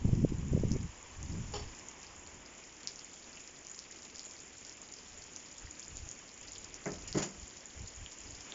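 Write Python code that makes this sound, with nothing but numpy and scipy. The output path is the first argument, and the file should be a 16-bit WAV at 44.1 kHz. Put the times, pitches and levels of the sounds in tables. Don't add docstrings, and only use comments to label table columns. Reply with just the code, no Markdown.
import sys
import numpy as np
from scipy import signal
from scipy.fft import rfft, irfft, next_fast_len
from scipy.io import wavfile
from scipy.ndimage import uniform_filter1d

SR = 44100
rng = np.random.default_rng(int(sys.argv[2]) if len(sys.argv) > 2 else 0)


def file_out(sig):
    cols = np.atleast_2d(sig).T
    lim = np.clip(cols, -1, 1)
    pcm = np.round(lim * 32767).astype(np.int16)
    wavfile.write(sys.argv[1], SR, pcm)


N = 376613
TIME = np.arange(N) / SR

# f/Hz, level/dB
MURMUR_COLOUR = [(30, -14.5), (100, -15), (170, -4), (280, 1), (420, -3.5), (650, -6.5), (1000, -8),
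                 (1450, -9.5), (2300, -6), (3200, -9.5), (4000, -15.5), (5200, -29), (8000, -66)]
SPRAY_COLOUR = [(2100, -25.5), (3400, -20), (4200, -1.5), (5100, 8), (5900, 6.5), (6900, 5), (7400, 5),
                (7800, -5.5)]
# t/s, murmur level/dB, spray level/dB
RAIN_LEVELS = [(0.0, -61, -58.5), (0.19, -61, -57.5), (1.57, -59, -54.5), (2.71, -60.5, -57.5),
               (2.95, -60.5, -55), (3.92, -62, -56.5), (4.26, -61.5, -56), (6.35, -60.5, -56.5),
               (7.09, -59.5, -54.5), (7.52, -60.5, -55.5), (8.13, -60.5, -54.5), (8.54, -57.5, -52)]
# f/Hz, level/dB
NEAR_DROP_COLOUR = [(1800, -13.5), (2600, -7), (3300, 0.5), (3900, -7), (5100, 12), (5900, -12.5),
                    (7000, 4.5), (7500, -3)]

# t/s, hold/s, level/dB
WIND_GUSTS = [(0.057, .19, -30.5), (0.303, 0.23, -37.5), (0.529, 0.23, -33.5), (0.798, 0.058, -38),
              (1.184, 0.5, -44.5), (1.306, .11, -39), (2.1, .34, -63), (5.1, .14, -60.5),
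              (5.646, .025, -52), (5.932, .13, -48.5), (6.418, 0.36, -60.5), (6.93, 0.27, -52.5),
              (7.402, .03, -51), (7.803, 0.039, -45), (8.0, 0.037, -48), (8.237, 0.16, -56)]
# f/Hz, level/dB
BREEZE_COLOUR = [(15, -4), (35, 4.5), (80, 6), (130, -5.5), (200, -17.5), (300, -33.5), (600, -55),
                 (1200, -79.5)]
GUST_COLOUR = [(15, -5), (40, -4.5), (110, 0.5), (190, -5), (300, -14), (450, -24), (700, -49), (1200, -64),
               (2500, -91)]
SPUTTER_COLOUR = [(100, -24), (250, 2), (450, 2), (700, -15), (950, -44), (1600, -62.5)]
# t/s, level/dB, f/Hz
STRONG_EDDIES = [(0.063, -19, 152), (0.132, -19, 170), (.193, -24, 200), (0.242, -13.5, 158),
                 (0.249, -15, 324), (.323, -23.5, 218), (0.535, -23, 308), (0.551, -16.5, 135),
                 (.565, -25, 333), (.577, -21.5, 308), (0.637, -20, 320), (0.716, -21, 190),
                 (.763, -24.5, 270)]

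# t/s, relative level/dB, f/Hz
BIG_DRIPS = [(0.7182, -37.5, 5500), (1.2295, -44, 6400), (1.8864, -43, 6660), (2.8738, -28.5, 4990),
             (3.373, -45, 2700), (3.669, -43.5, 6060), (3.791, -37.5, 5100), (3.9234, -45, 5200),
             (4.1592, -43, 5200), (4.1944, -36.5, 4860), (4.6503, -42, 5060), (4.6955, -42, 5300),
             (5.3627, -39.5, 5950), (5.672, -47.5, 1950), (5.796, -44, 6340), (5.9706, -41.5, 7000),
             (6.09, -42, 6340), (6.114, -42, 6860), (6.56, -43.5, 3370), (6.743, -41, 5860),
             (6.8575, -42, 6400), (7.1278, -33, 4830), (8.062, -39.5, 3170), (8.522, -35.5, 3530)]

# t/s, level/dB
FITTING_KNOCKS = [(1.536, -38.5), (1.54, -43.5), (1.552, -40), (1.561, -42.5), (1.592, -44.5), (1.620, -50)]
# f/Hz, level/dB
KNOCK_COLOUR = [(200, -22), (380, 1.5), (820, -1), (1200, -5), (1500, -12.5), (2500, -13), (3100, -4),
                (4000, -13.5), (4500, -6), (5500, -4.5), (6200, -23), (7000, -12.5), (7800, -20)]
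# f/Hz, level/dB, t60/s
FITTING_MODES = [(416.5, 3.5, 0.22), (836, 0.5, 0.18), (1244, -7, 0.12), (3120, -9, 0.12), (4560, 1, 0.2),
                 (4670, -7, 0.17), (5340, -5, 0.22), (5400, -10, 0.23), (6970, -9, .12)]

# t/s, thud level/dB, slap level/dB, latch level/dB, rise/s, hardness/(dB per octave)
DOOR_IMPACTS = [(6.857, -31, -39.5, -68, 0.00075, 1.5), (7.075, -52, -65, -43.5, 0.001, -10),
                (7.146, -23.5, -42, -45, 0.0045, -2), (7.172, -38, -36, -34.5, 0.0048, 1),
                (7.219, -43.5, -42, -33.5, 0.0049, 1)]
# f/Hz, level/dB, t60/s
PANEL_MODES = [(147, 2.5, 0.23), (181, -1.5, 0.36), (201, -7.5, 0.52), (242, -12, 0.17), (305.4, 3.5, 0.17),
               (355, 3.5, 0.21), (408, 2.5, 0.27), (503, -15, 0.19), (604, -4.5, 0.28), (680, -5, 0.3),
               (1026, -18, 0.35), (1299, -16.5, 0.35), (1670, -22, 0.28), (1790, -20, .22),
               (2030, -17, .18)]
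# f/Hz, level/dB
THUD_COLOUR = [(60, -32), (130, -5), (330, 1.5), (520, -6), (750, -11.5), (1200, -27), (3000, -63)]
SLAP_COLOUR = [(300, -11), (700, 6.5), (1400, 0), (2100, 2), (2800, -15), (4000, -36), (7500, -38)]
LATCH_COLOUR = [(1500, -13.5), (3200, 0.5), (3900, -6.5), (4700, 4), (5500, 1.5), (6300, -2), (7050, 1),
                (7700, -14.5)]

# f/Hz, level/dB
MIC_RESPONSE = [(20, 0), (3100, -0.5), (3850, -4), (4700, -3), (6100, 2), (6600, 6.5), (7000, 11),
                (7300, 6), (7600, -7), (7850, -30.5), (8300, -38)]


def amp(db):
    return 10 ** (np.asarray(db) / 20)


def unit_rms(x):
    return x / np.sqrt(np.mean(x ** 2) + 1e-20)


def level_at(colour, hz):
    f, db = np.transpose(colour)
    return np.interp(np.log(hz + 1), np.log(f + 1), db)


def ramp(start_s, length_s):
    return np.clip((TIME - start_s) / length_s, 0, 1)


def add(mix, s, sound):
    part = mix[max(round(s * SR), 0):][:len(sound)]
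    part += sound[:len(part)]


def noise(colour, size):
    gain = amp(level_at(colour, np.fft.rfftfreq(size, 1 / SR)))
    return unit_rms(irfft(rfft(rng.standard_normal(size)) * gain, size))


def burst(colour, t, t60):
    return noise(colour, len(t)) * amp(-60 * t / t60)


def shower(colour, patch_db, flicker_db):
    hz = np.fft.rfftfreq(512, 1 / SR)
    real, imag, patches = rng.standard_normal((3, N // 128 + 5, len(hz)))
    patches = uniform_filter1d(patches, size=16, axis=0)
    patches = unit_rms(uniform_filter1d(patches, size=9, axis=1))
    flicker = unit_rms(uniform_filter1d(rng.standard_normal(len(real)), size=5))[:, None]
    field = (real + 1j * imag) * amp(level_at(colour, hz) + patch_db * patches + flicker_db * flicker)
    return unit_rms(signal.istft(field.T, nperseg=512, noverlap=384)[1][:N])


def far_rain(murmur_gain_db=4.0, spray_gain_db=-5.0, swell_db=0.64):
    times, murmur_db, spray_db = np.transpose(RAIN_LEVELS)
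    swell = noise([(.3, -6.5), (2.5, 0.5), (6, -18.5), (20, -70), (100, -120)], N)
    murmur = shower(MURMUR_COLOUR, patch_db=1.1, flicker_db=0.9)
    murmur *= amp(np.interp(TIME, times, murmur_db) + murmur_gain_db)
    spray = shower(SPRAY_COLOUR, patch_db=1.0, flicker_db=1.0)
    spray *= amp(np.interp(TIME, times, spray_db) + spray_gain_db + swell_db * swell)
    return murmur + spray


def sheet_metal(level_db=-63.5, turned_away_db=-12):
    drumming = noise([(500, -49.0), (800, -8.0), (970, -2.0), (1150, -8.0), (1700, -32.0)], N)
    return amp(level_db + turned_away_db * ramp(start_s=2.12, length_s=0.65)) * drumming


def tick(hz, t60):
    t = np.arange(1024) / SR
    wave = np.sin(2 * np.pi * hz * t) * amp(-60 * t / t60) * (1 - np.exp(-t / 0.00015))
    return wave / np.linalg.norm(wave)


def splat(hz, t60, splash_db, splash_t60):
    t = np.arange(2048) / SR
    band = [(hz / 2, -30), (hz * .8, -5), (hz, 0), (hz * 1.25, -5), (hz * 2, -30)]
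    spray = burst(band, t, splash_t60) * (1 - np.exp(-t / 0.00056))
    out = amp(splash_db) * spray / np.linalg.norm(spray)
    add(out, 0, tick(hz, t60))
    return out


def porch(x, wet_db, t60, echoes_per_s=2500):
    t = np.arange(SR // 2) / SR
    echoes = rng.standard_normal(len(t)) * (rng.random(len(t)) < echoes_per_s / SR)
    echoes *= (t > .004) * amp(-60 * t / t60)
    return x + amp(wet_db) * signal.oaconvolve(x, echoes / np.linalg.norm(echoes))[:N]


def build_up_db(start_db=-7.5):
    return start_db * (1 - ramp(start_s=0, length_s=3.9))


def near_drops(per_s=420, level_db=-58, spread_db=5.0, splash_db=-4.5, kinds=30):
    out = np.zeros(N)
    for hz in np.linspace(1500, 7400, kinds):
        count = rng.poisson(per_s * N / SR / kinds)
        hits = np.zeros(N)
        sizes = np.minimum(rng.exponential(1, count), 3.0)
        hits[rng.integers(0, N, count)] = amp(spread_db * sizes)
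        t60 = .0016 * 5 ** (rng.random() ** 2)
        drop = splat(hz, t60, splash_db + rng.uniform(-4, 4), splash_t60=0.028)
        out += amp(level_at(NEAR_DROP_COLOUR, hz)) * signal.oaconvolve(hits, drop)[:N]
    return amp(level_db + build_up_db()) * unit_rms(porch(out, wet_db=-7.0, t60=0.34))


def wind_strength_db(start_db=-56.5, calm_db=-69.5, attack_s=0.035, release_s=0.025):
    power = amp(start_db + (calm_db - start_db) * ramp(start_s=0, length_s=3.1)) ** 2
    for s, hold, db in WIND_GUSTS:
        outside_hold = np.maximum((s - TIME) / attack_s, (TIME - s - hold) / release_s)
        power += (amp(db) * np.exp(-np.clip(outside_hold, 0, 20))) ** 2
    return 10 * np.log10(power)


def wind(gust_db=-33, breeze_db=-50, sputter_db=-22, flutter_db=2.0):
    strength_db = wind_strength_db()
    gusty = np.clip((strength_db - breeze_db) / (gust_db - breeze_db), 0, 1)
    flow = (1 - gusty) * noise(BREEZE_COLOUR, N) + gusty * noise(GUST_COLOUR, N)
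    flow /= np.sqrt(uniform_filter1d(flow ** 2, size=3000) + 1e-9)
    flutter = noise([(5, -2.5), (30, 2.5), (70, -22), (200, -69.5)], N)
    flow *= unit_rms(amp(flutter_db * flutter))
    pressure_peaks = unit_rms(np.maximum(flow, 0) ** 2)
    sputter = gusty ** 2 * pressure_peaks * noise(SPUTTER_COLOUR, N)
    return amp(strength_db) * (flow + amp(sputter_db) * sputter)


def eddies():
    out, t = np.zeros(N), np.arange(-1024, 1024) / SR
    for s, db, hz in STRONG_EDDIES:
        u = (np.pi * hz * t) ** 2
        add(out, s + t[0], amp(db) * (1 - 2 * u) * np.exp(-u))
    return out


def small_drips(per_s=2, relative_db=-49, spread_db=1.5, centre_hz=5000, spread_hz=1000):
    when, size, pitch = rng.random((round(per_s * N / SR), 3)).T
    db = relative_db + spread_db * (2 * size - 1) + build_up_db()[(when * N).astype(int)]
    hz = centre_hz + spread_hz * (2 * pitch - 1)
    return list(zip(when * N / SR, db, hz))


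def drips(gain_db=19, splash_db=-13, flight_s=0.029):
    out, rows = np.zeros(N), BIG_DRIPS + small_drips()
    for (s, db, hz), droplets in zip(rows, rng.random((len(rows), 4, 3))):
        t60 = .0022 * (5000 / hz) ** 1.9
        add(out, s, amp(db + gain_db) * tick(hz, t60))
        for flight, smallness, pitch in droplets:
            landing = s + 0.0065 - flight_s * np.log(1 - flight)
            droplet_db = db + gain_db + splash_db - 6.5 * smallness
            add(out, landing, amp(droplet_db) * tick(hz * (.85 + .3 * pitch), t60))
    return porch(out, wet_db=-7.0, t60=0.14)


def ringing(modes, t):
    hz, db, t60 = np.transpose(modes)[:, :, None]
    waves = amp(db - 60 * t / t60) * np.sin(2 * np.pi * (hz * t + rng.random(hz.shape)))
    return waves.sum(0) / np.sqrt(np.sum(amp(db) ** 2) / 2)


def rattle(modes_db=-4, rise_s=0.0014):
    out, t = np.zeros(N), np.arange(SR // 2) / SR
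    for s, db in FITTING_KNOCKS:
        knock = burst(KNOCK_COLOUR, t, t60=0.14) + amp(modes_db) * ringing(FITTING_MODES, t)
        add(out, s, amp(db) * knock * (1 - np.exp(-t / rise_s)))
    return out


def door(modes_db=-1.0, dense_db=-8, swell_s=0.0095):
    out, t = np.zeros(N), np.arange(SR // 2) / SR
    for s, thud_db, slap_db, latch_db, rise_s, hardness in DOOR_IMPACTS:
        modes = [(hz, db + hardness * np.log2(hz), t60) for hz, db, t60 in PANEL_MODES]
        thud = [(hz, db + hardness * np.log2(hz)) for hz, db in THUD_COLOUR]
        panel = amp(modes_db) * ringing(modes, t) + amp(dense_db) * burst(thud, t, t60=0.41)
        boom = amp(thud_db) * panel * (1 - np.exp(-t / swell_s))
        slap = amp(slap_db) * burst(SLAP_COLOUR, t, t60=0.21)
        latch = amp(latch_db) * burst(LATCH_COLOUR, t, t60=0.16)
        add(out, s, boom + (slap + latch) * (1 - np.exp(-t / rise_s)))
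    return out


def scene():
    rain = far_rain() + sheet_metal() + near_drops() + drips()
    return (rain + wind() + eddies() + door() + rattle())[None]


def record(dry, cutoff_hz=8300):
    size = next_fast_len(N + 4096)
    response = amp(level_at(MIC_RESPONSE, np.fft.rfftfreq(size, 1 / SR)))
    coloured = irfft(rfft(dry, size) * response, size)[:, :N]
    lowpass = signal.firwin(301, cutoff_hz, window=("kaiser", 8), fs=SR)
    return signal.oaconvolve(coloured, lowpass[None], "same")


dry = scene()
out = record(dry)
file_out(out)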